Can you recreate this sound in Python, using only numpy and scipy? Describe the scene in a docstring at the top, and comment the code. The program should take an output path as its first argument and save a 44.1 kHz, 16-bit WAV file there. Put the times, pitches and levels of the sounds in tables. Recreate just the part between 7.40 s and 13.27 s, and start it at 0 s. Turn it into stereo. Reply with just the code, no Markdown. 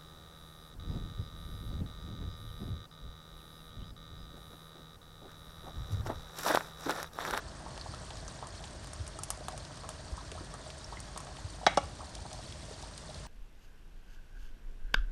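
"""Thick gravy simmers in a wide pan, close by. From the start the stove rumbles, the oily
rim sizzles and faint bubbles murmur. Almost at once, steam bubbles open with short rising
plops, small ones spit, and now and then there is a soft, low thud. After a second, thin
films on the bubbles begin to snap. Just after four seconds, two blobs of paste splat in
and make the pan ring. A small kitchen echoes the bubbles and the splats."""
import sys
import numpy as np
from scipy import signal
from scipy.fft import rfft, irfft, next_fast_len
from scipy.io import wavfile

SR = 44100
rng = np.random.default_rng(int(sys.argv[2]) if len(sys.argv) > 2 else 0)


def master_out(mix):
    """Clip the mix to full scale and print it as 16-bit PCM to the path in sys.argv[1]."""
    frames = np.transpose(np.atleast_2d(mix))
    ceiling = np.clip(frames, -1, 1)
    pcm = np.round(ceiling * 32767).astype(np.int16)
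    wavfile.write(sys.argv[1], SR, pcm)


N = 258867
T = np.arange(N) / SR  # seconds since the scene began
AGE = T[:2048]  # seconds since one short sound began
RIGHT_LAG_S = .000245  # how much later the right ear hears the pan

# Levels in the tables are relative: the functions turn them up or down.
# The tone of the stove's rumble. Each row: pitch in Hz, level in dB.
RUMBLE_TONE = [(15, -80), (30, -83), (48, -84), (70, -66.5), (100, -71.5), (140, -71.5), (210, -80.5),
               (320, -84), (600, -90.5), (1500, -115), (8000, -150)]
# The tone of the sizzling rim. Each row: pitch in Hz, level in dB.
SIZZLE_TONE = [(900, -32), (2000, 7.5), (2700, 4), (3300, 4.5), (4000, 4.5), (4450, 7.5), (5000, 6),
               (5800, 8.5), (6700, 4.5), (7700, 0), (9300, 4.5), (10300, -30), (11000, -4.5)]
# The tone of the bubbling murmur. Each row: pitch in Hz, level in dB.
MURMUR_TONE = [(120, -105), (300, -74.5), (460, -83.5), (630, -70), (730, -76.5), (830, -77.5), (1000, -75),
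               (1300, -77.5), (1550, -76), (1900, -77.5), (2500, -120.5), (4000, -110), (10000, -140)]
# The simmer's slow swell. Each row: time in seconds, sizzle level in dB, murmur level in dB.
SIMMER_SWELL = [(0.0, -57, -53.5), (0.77, -55, -54), (1.44, -56.5, -55.5), (2.06, -56, -55.5),
                (2.68, -56, -55), (4.54, -56, -56), (5.03, -54, -57), (5.87, -55.5, -56.5)]
# Steam bubbles opening. Each row: start in seconds, level in dB, pitch in Hz,
# ring time in seconds, dB added to that level for the squelch.
STEAM_PLOPS = [(0.203, -44.5, 617, 0.019, 13), (0.262, -36.5, 883, 0.021, 5), (0.378, -46, 910, 0.018, 15),
               (0.46, -36, 813, 0.014, -9), (0.538, -40, 1240, 0.014, 14), (0.706, -43.5, 770, 0.018, 12),
               (1.025, -33, 940, 0.02, 7.5), (1.788, -34, 1110, 0.012, 6), (2.008, -42.5, 610, 0.038, 10),
               (2.084, -39, 648, 0.02, 3), (2.13, -42.5, 716, 0.025, -8), (2.435, -47.5, 640, 0.031, 22.5),
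               (2.441, -38.5, 1060, .02, 1), (2.503, -44, 600, 0.016, -3), (2.592, -48, 627, 0.03, -7),
               (2.665, -47, 784, 0.023, -1), (2.777, -35.5, 996, 0.019, -3),
               (2.919, -43.5, 388, 0.014, 14.5), (2.95, -44.5, 657, 0.028, 7), (2.976, -40, 1110, 0.02, 8),
               (3.007, -43, 290, 0.024, 13), (3.141, -42, 1500, 0.033, 12), (3.263, -42, 607, 0.022, 14),
               (3.523, -35.5, 920, 0.023, 4), (3.761, -36, 935, 0.018, 12), (3.832, -48, 700, 0.027, 0),
               (3.869, -47, 624, 0.026, 21.5), (3.985, -41, 756, 0.014, 2), (4.213, -40.5, 805, 0.015, -4),
               (4.232, -39, 737, 0.03, 9), (4.605, -35.5, 1063, 0.015, -4), (4.632, -41, 780, 0.016, -6),
               (4.852, -38.5, 820, 0.02, 2), (4.914, -44.5, 593, 0.021, 18), (4.989, -43.5, 613, 0.02, 12),
               (5.31, -41, 433, 0.013, 8), (5.434, -39.5, 847, 0.017, -3)]
# The squelch of thick sauce. 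Each row: pitch in Hz, band width in Hz, level in dB.
SQUELCH_BANDS = [(470, 180, 4), (1070, 740, 4.5)]
# Small bubbles spit. Each row: start in seconds, level in dB, pitch in Hz, # band width as a share of the
# pitch, dB added to that level for the ping. # The row at 5.578 s is no spit: it fills out the middle of the
# film snapping then.
BUBBLE_SPITS = [(.3765, -40, 3300, 0.74, -20), (0.412, -37.5, 4500, 0.15, -1),
                (.546, -40.5, 3960, 0.68, -20), (0.7048, -38.5, 3160, 0.38, -19),
                (0.7697, -42, 5030, 0.38, -20), (.879, -36.5, 6070, 0.16, -9),
                (1.24, -37.5, 3000, 0.27, -8), (1.666, -40, 5180, 0.45, -15), (2.25, -41, 4370, 0.41, -20),
                (2.917, -38.5, 2770, 0.52, -15), (3.3026, -38, 3050, 0.51, -14),
                (3.4437, -40, 5550, 0.11, 3), (3.5703, -44, 2080, 0.13, 8), (3.968, -41, 2870, 0.36, -15),
                (4.7512, -35.5, 4500, 0.82, -12), (4.9294, -37, 5640, 0.63, -20),
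                (5.123, -39.5, 3350, .5, -5), (5.425, -41.5, 5700, .5, -15),
                (5.578, -38.5, 4530, 0.45, -15), (5.744, -38, 4290, 0.17, -8)]
# Soft, low thuds. Each row: start in seconds, level in dB, pitch in Hz.
LOW_THUDS = [(0.484, -37, 93), (1.6, -29, 84), (2.718, -30.5, 62), (4.042, -30, 90), (4.435, -36.5, 78.6),
             (4.806, -37.5, 90)]
# Films snapping. Each row: start in seconds, level in dB, dB added for the hollow below.
FILM_SNAPS = [(1.0704, -38, -18), (1.307, -45, -12), (1.444, -46, 13), (1.4713, -41.5, 9),
              (1.5326, -34.5, 3), (1.677, -35, -16), (1.789, -35, -2), (1.834, -26.5, -7),
              (1.9033, -22.5, -1.5), (1.973, -43, -12), (2.0835, -34.5, 14), (2.177, -35.5, 4),
              (2.373, -45, 7), (2.49, -32.5, 5.5), (2.769, -42, -10), (2.9163, -40.5, -7),
              (3.139, -39.5, -1), (3.602, -34.5, -3), (3.7752, -31, 4), (3.803, -38.5, 6),
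              (3.847, -43, -10), (5.5775, -39, -16)]
# The ring of a snapping film. Each row: pitch in Hz, band width in Hz, level in dB.
FILM_BANDS = [(1840, 950, 3), (5450, 2800, 3), (6300, 1800, 8), (8100, 710, 8), (9750, 4100, 7)]
# The hollow under a film. Each row: pitch in Hz, band width in Hz, level in dB.
HOLLOW_BANDS = [(580, 120, 11.5), (1150, 700, 13)]
# Blobs landing. Each row: start in seconds, slap level in dB, pitch in Hz above which
# the slap is dulled, wait in seconds until the pan rings.
BLOB_LANDINGS = [(4.2651, -1.5, 4240, 0.00031), (4.3724, -14.5, 11000, .0011)]
# The ring of a wet slap. Each row: pitch in Hz, band width in Hz, level in dB.
SLAP_BANDS = [(660, 560, 1.5), (1950, 830, 3), (3440, 810, 0), (5670, 1300, -1.5), (8100, 1700, -4.5)]
# The filled pan's own notes. Each row: pitch in Hz, ring time in seconds,
# level in dB under the first blob, level in dB under the second.
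PAN_NOTES = [(161, .05, -33, -35), (290, 0.015, -32, -25.5), (573, 0.043, -21, -14.5),
             (653, 0.053, -14.5, -28), (703, 0.044, -19.5, -21.5), (820, 0.034, -12.5, -18),
             (1152, 0.029, -24, -17.5), (1315, 0.062, -29, -26), (1400, .025, -38, -19),
             (1525, 0.032, -19, -40), (1830, 0.044, -16.5, -38), (2050, 0.039, -11, -30),
             (2210, 0.033, -15, -26), (2867, 0.03, -32, -24), (3250, .028, -17, -31),
             (3820, 0.019, -18.5, -37), (4560, 0.037, -32, -51), (5430, 0.036, -35, -33)]
# Quick echoes off the pan wall and stove, one list for the left ear and one for the right.
# Each row: delay in seconds, strength (a minus flips the wave).
NEAR_ECHOES = [
    [(.0026, 0.26), (.0059, -0.17), (.0097, .12)],
    [(.0033, -0.18), (.0052, .17), (.0108, 0.14)],
]
# How much louder the left side is. Each row: pitch in Hz, left minus right in dB.
LEFT_BALANCE = [(200, 0), (400, 4), (650, 3), (1100, 2), (1800, .5), (3500, 1.5), (5500, 4.5), (6800, 4),
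                (8000, 1), (9000, 0)]


def amp(db):
    """Turn decibels into a number to multiply by."""
    return 10 ** (np.asarray(db) / 20)


def rms_one(x):
    """Scale a sound to an average strength of 1."""
    return x / np.sqrt(np.mean(x ** 2) + 1e-20)


def add(track, s, sound):
    """Mix a sound in, starting at s seconds."""
    start = max(0, round(s * SR))
    track[start:start + len(sound)] += sound[:max(0, N - start)]


def delayed(x, s):
    """The same sound, s seconds later."""
    return np.pad(x, (max(0, round(s * SR)), 0))[:N]


def colour(x, tone):
    """Shape a sound's tone along a list of (Hz, dB) points."""
    hz, db = np.transpose(tone)
    size = next_fast_len(N + 4096)
    pitches = np.maximum(np.fft.rfftfreq(size, 1 / SR), 1)
    gain = amp(np.interp(np.log(pitches), np.log(hz), db))
    return irfft(rfft(x, size) * gain, size)[..., :N]


def low_pass(x, hz, order=2):
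    """Dull a sound above hz; a higher order cuts more steeply."""
    return signal.sosfilt(signal.butter(order, min(hz, .45 * SR), fs=SR, output="sos"), x)


def resonate(x, hz, width_hz):
    """Keep one band of pitches; a narrower band rings longer."""
    r = np.exp(-np.pi * width_hz / SR)
    feedback = [1, -2 * r * np.cos(2 * np.pi * hz / SR), r * r]
    return signal.lfilter(np.array([1, 0, -1]) * (1 - r * r) / 2, feedback, x + 1e-18)


def crack(bands, fade_s):
    """A film tears in a quickly dying run of tiny breaks that make the bands ring."""
    fade = np.exp(-AGE / fade_s)
    tear = rng.standard_normal(len(AGE)) * fade
    for _ in range(4):
        # the breaks are so sharp that they hold all pitches equally
        evened = irfft(np.exp(1j * np.angle(rfft(tear))), len(AGE))
        tear = evened * fade ** (1 / 4)
    sound = sum((-1) ** k * amp(db) * resonate(tear, hz, width)
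                for k, (hz, width, db) in enumerate(bands))
    return sound * np.sqrt(fade_s * SR / np.sum(sound ** 2)) / np.pi


def ring(hz, ring_s, rise, swell_cycles, hold=1):
    """A note rises by a share of hz and fades 60 dB in ring_s; hold above 1 puts off the fade."""
    life = AGE / ring_s
    pitch = hz * (1 + rise * (np.minimum(life, 1) - 1 / 6))
    swell = 1 - np.exp(-(AGE * hz / swell_cycles) ** 2)
    level = swell * amp(-60 * np.minimum(life, 2) ** hold)
    closing = np.minimum(1, 10 * (1 - AGE / AGE[-1]))  # avoids a click at the end
    return closing * level / level.max() * np.sin(2 * np.pi * np.cumsum(pitch) / SR)


def pan_noise(shared=0.34):
    """An even hiss: both ears share one part, late on the right, and each has a part of its own."""
    noise = rng.standard_normal(N)
    direct = np.array([noise, np.roll(noise, round(RIGHT_LAG_S * SR))])
    return np.sqrt(shared) * direct + np.sqrt(1 - shared) * rng.standard_normal((2, N))


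def two_ears(x, right_lag_s):
    """Each ear gets its own quick echoes, and the right may hear everything late."""
    left, right = [x + sum(gain * delayed(x, s) for s, gain in side) for side in NEAR_ECHOES]
    return np.array([left, delayed(right, right_lag_s)])


def lean_left(x):
    """The left ear hears more of the pan's middle and high pitches."""
    return np.array([colour(side, np.array(LEFT_BALANCE) * [1, share])
                     for side, share in zip(x, (.5, -.5))])


def stove(hum_hz=50.5, hum_db=-53.5):
    """The burner rumbles under a faint, wavering hum."""
    flame = rng.standard_normal(N) + amp(-14) * rng.standard_normal((2, N))
    waver = rms_one(low_pass(rng.standard_normal(N), hz=11))
    hum = amp(hum_db) * (1 + waver / 2) * np.sqrt(2) * np.sin(2 * np.pi * hum_hz * T)
    return colour(flame * np.sqrt(SR / 2), RUMBLE_TONE) + hum


def rim_sizzle(per_s=2800, spread_db=6, hiss_db=7, spurt_db=0.9):
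    """Tiny bursts and hiss along the hot rim swell and sink as steam reaches it unevenly."""
    pitches = np.geomspace(1800, 11000, 24)
    bursts = np.zeros((2, N))
    for hz in pitches:
        born = rng.random(N) < per_s / len(pitches) / SR
        sizes = np.minimum(rng.exponential(1, born.sum()), 4)
        clicks = np.zeros(N)
        clicks[born] = amp(spread_db * sizes) * rng.choice([-1, 1], born.sum())
        pings = resonate(clicks, hz, width_hz=hz / 24)
        bursts += [pings, np.roll(pings, round(RIGHT_LAG_S * SR))]
    sizzle = rms_one(colour(rms_one(bursts) + amp(hiss_db) * pan_noise(), SIZZLE_TONE))
    spurts = rms_one(low_pass(rng.standard_normal(N), hz=25))
    return sizzle * amp(spurt_db * spurts)


def murmur():
    """The bubbling blurs into one soft, steady noise."""
    return rms_one(colour(pan_noise(), MURMUR_TONE))


def small_plops(per_s=90, level_db=-38.5, spread_db=15, centre_hz=1080):
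    """Faint bubbles open at random all over the surface and die away quickly."""
    out = np.zeros(N)
    for when, size, pitch, length in rng.random((int(per_s * N / SR), 4)):
        hz = centre_hz * 2 ** (2 * pitch - 1)
        plop = ring(hz, ring_s=(6 + 10 * length) / hz, rise=0.22, swell_cycles=1)
        add(out, when * N / SR, amp(level_db - spread_db * np.sqrt(size)) * plop)
    return out


def oil_crackle(per_s=40, level_db=-35.5, spread_db=22.5, centre_hz=4540):
    """Specks of oil spit at random, each a dry tick with its own pitch."""
    out = np.zeros(N)
    for when, size, pitch in rng.random((int(per_s * N / SR), 3)):
        hz = centre_hz * 2 ** (1.4 * (pitch - .5))
        tick = crack([(hz, hz / 2, 0)], fade_s=0.00065)
        add(out, when * N / SR, amp(level_db - spread_db * np.sqrt(size)) * tick)
    return out


def steam_plops():
    """A bubble opens with a squelch, rings higher as its mouth widens, and droplets fall back."""
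    out = np.zeros(N)
    rises = 1 + 0.2 * rng.uniform(-1, 1, len(STEAM_PLOPS))
    for (s, db, hz, ring_s, squelch_db), rise in zip(STEAM_PLOPS, rises):
        add(out, s, amp(db + 0.5) * ring(hz, ring_s, rise, swell_cycles=0.5, hold=3))
        add(out, s, amp(db + squelch_db) * crack(SQUELCH_BANDS, fade_s=.0012))
        for when, pitch in rng.random((3, 2)):
            droplet_hz = hz * 1.28 * 2 ** (pitch - .5)
            droplet = ring(droplet_hz, ring_s=0.014, rise=0.15, swell_cycles=0.99)
            add(out, s + 0.012 * when, amp(db - 16) * droplet)
    return out


def bubble_spits():
    """Small bubbles spit: most sound dry, and a few ping briefly."""
    out = np.zeros(N)
    for s, db, hz, width, ping_db in BUBBLE_SPITS:
        add(out, s, amp(db + 4) * crack([(hz, width * hz, 0)], fade_s=.004))
        add(out, s, amp(db + ping_db) * ring(hz, ring_s=0.026, rise=0.054, swell_cycles=0.92))
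    return out


def low_thuds():
    """Soft, heavy bumps, each only two or three waves long."""
    out = np.zeros(N)
    for s, db, hz in LOW_THUDS:
        add(out, s, amp(db) * ring(hz, ring_s=0.058, rise=.05, swell_cycles=0.84, hold=1.5))
    return out


def film_snaps():
    """Larger films snap, the harder the brighter, and knock the hollow below."""
    out = np.zeros(N)
    for s, db, hollow_db in FILM_SNAPS:
        snap = low_pass(crack(FILM_BANDS, fade_s=.003), hz=12600 + 75 * db, order=12)
        add(out, s, amp(db + 10) * snap)
        add(out, s, amp(db + hollow_db + 4.5) * crack(HOLLOW_BANDS, fade_s=0.0015))
    return out


def blob_splats():
    """A blob slaps the gravy and its weight rings the pan; where it lands sets each note's level."""
    out = np.zeros(N)
    for blob, (s, db, dull_hz, wait_s) in enumerate(BLOB_LANDINGS):
        add(out, s, amp(db) * low_pass(crack(SLAP_BANDS, fade_s=0.0047), dull_hz))
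        for k, (hz, ring_s, *note_db) in enumerate(PAN_NOTES):
            note = (-1) ** k * ring(hz, ring_s, rise=0, swell_cycles=1)
            add(out, s + wait_s, amp(note_db[blob] - 1) * note)
    return lean_left(two_ears(out, right_lag_s=0.00021)) * amp([[0.5], [-0.5]])


def kitchen(x, dull_hz, echo_s=0.31):
    """Tiles and cupboards send back a short, blurred echo, different in each ear."""
    t = T[:SR // 2]
    tail = rng.standard_normal((2, len(t))) * amp(-60 * t / echo_s)
    build_up = 1 - np.exp(-t / 0.00047)
    tail = low_pass(tail * build_up, dull_hz, order=1)
    return signal.fftconvolve(x, tail / np.sqrt(np.sum(tail[0] ** 2)), axes=1)[:, :N]


def scene(top_hz=11200):
    """Sizzle, murmur and bubbles fill the pan; the blobs land in it and the kitchen answers."""
    times, sizzle_db, murmur_db = np.transpose(SIMMER_SWELL)
    simmer = amp(np.interp(T, times, sizzle_db) + 5) * rim_sizzle()
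    simmer += amp(np.interp(T, times, murmur_db) + 4) * murmur()
    plops = steam_plops() + small_plops()
    plops += amp(-2) * resonate(plops, hz=609, width_hz=61)  # the bubbles set the pan ringing
    spits = bubble_spits() + oil_crackle()
    bubbles = two_ears(plops, RIGHT_LAG_S) + two_ears(spits, right_lag_s=0)
    films = two_ears(film_snaps(), RIGHT_LAG_S)
    blobs = blob_splats()
    room = amp(-13.5) * kitchen(bubbles + amp(-2) * films, dull_hz=3200)
    room += amp(-17) * kitchen(blobs, dull_hz=7160)
    treble_cut = signal.ellip(8, .5, 60, top_hz, fs=SR, output="sos")
    softened = signal.sosfilt(treble_cut, lean_left(simmer + bubbles) + blobs + room)
    return softened + lean_left(films) + stove() + low_thuds()


def record(dry):
    """Round off the loudest peaks and cut the very highest pitches."""
    treble_cut = signal.ellip(12, .2, 100, 12850, fs=SR, output="sos")
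    return signal.sosfilt(treble_cut, np.tanh(dry))


dry = scene()
out = record(dry)
master_out(out)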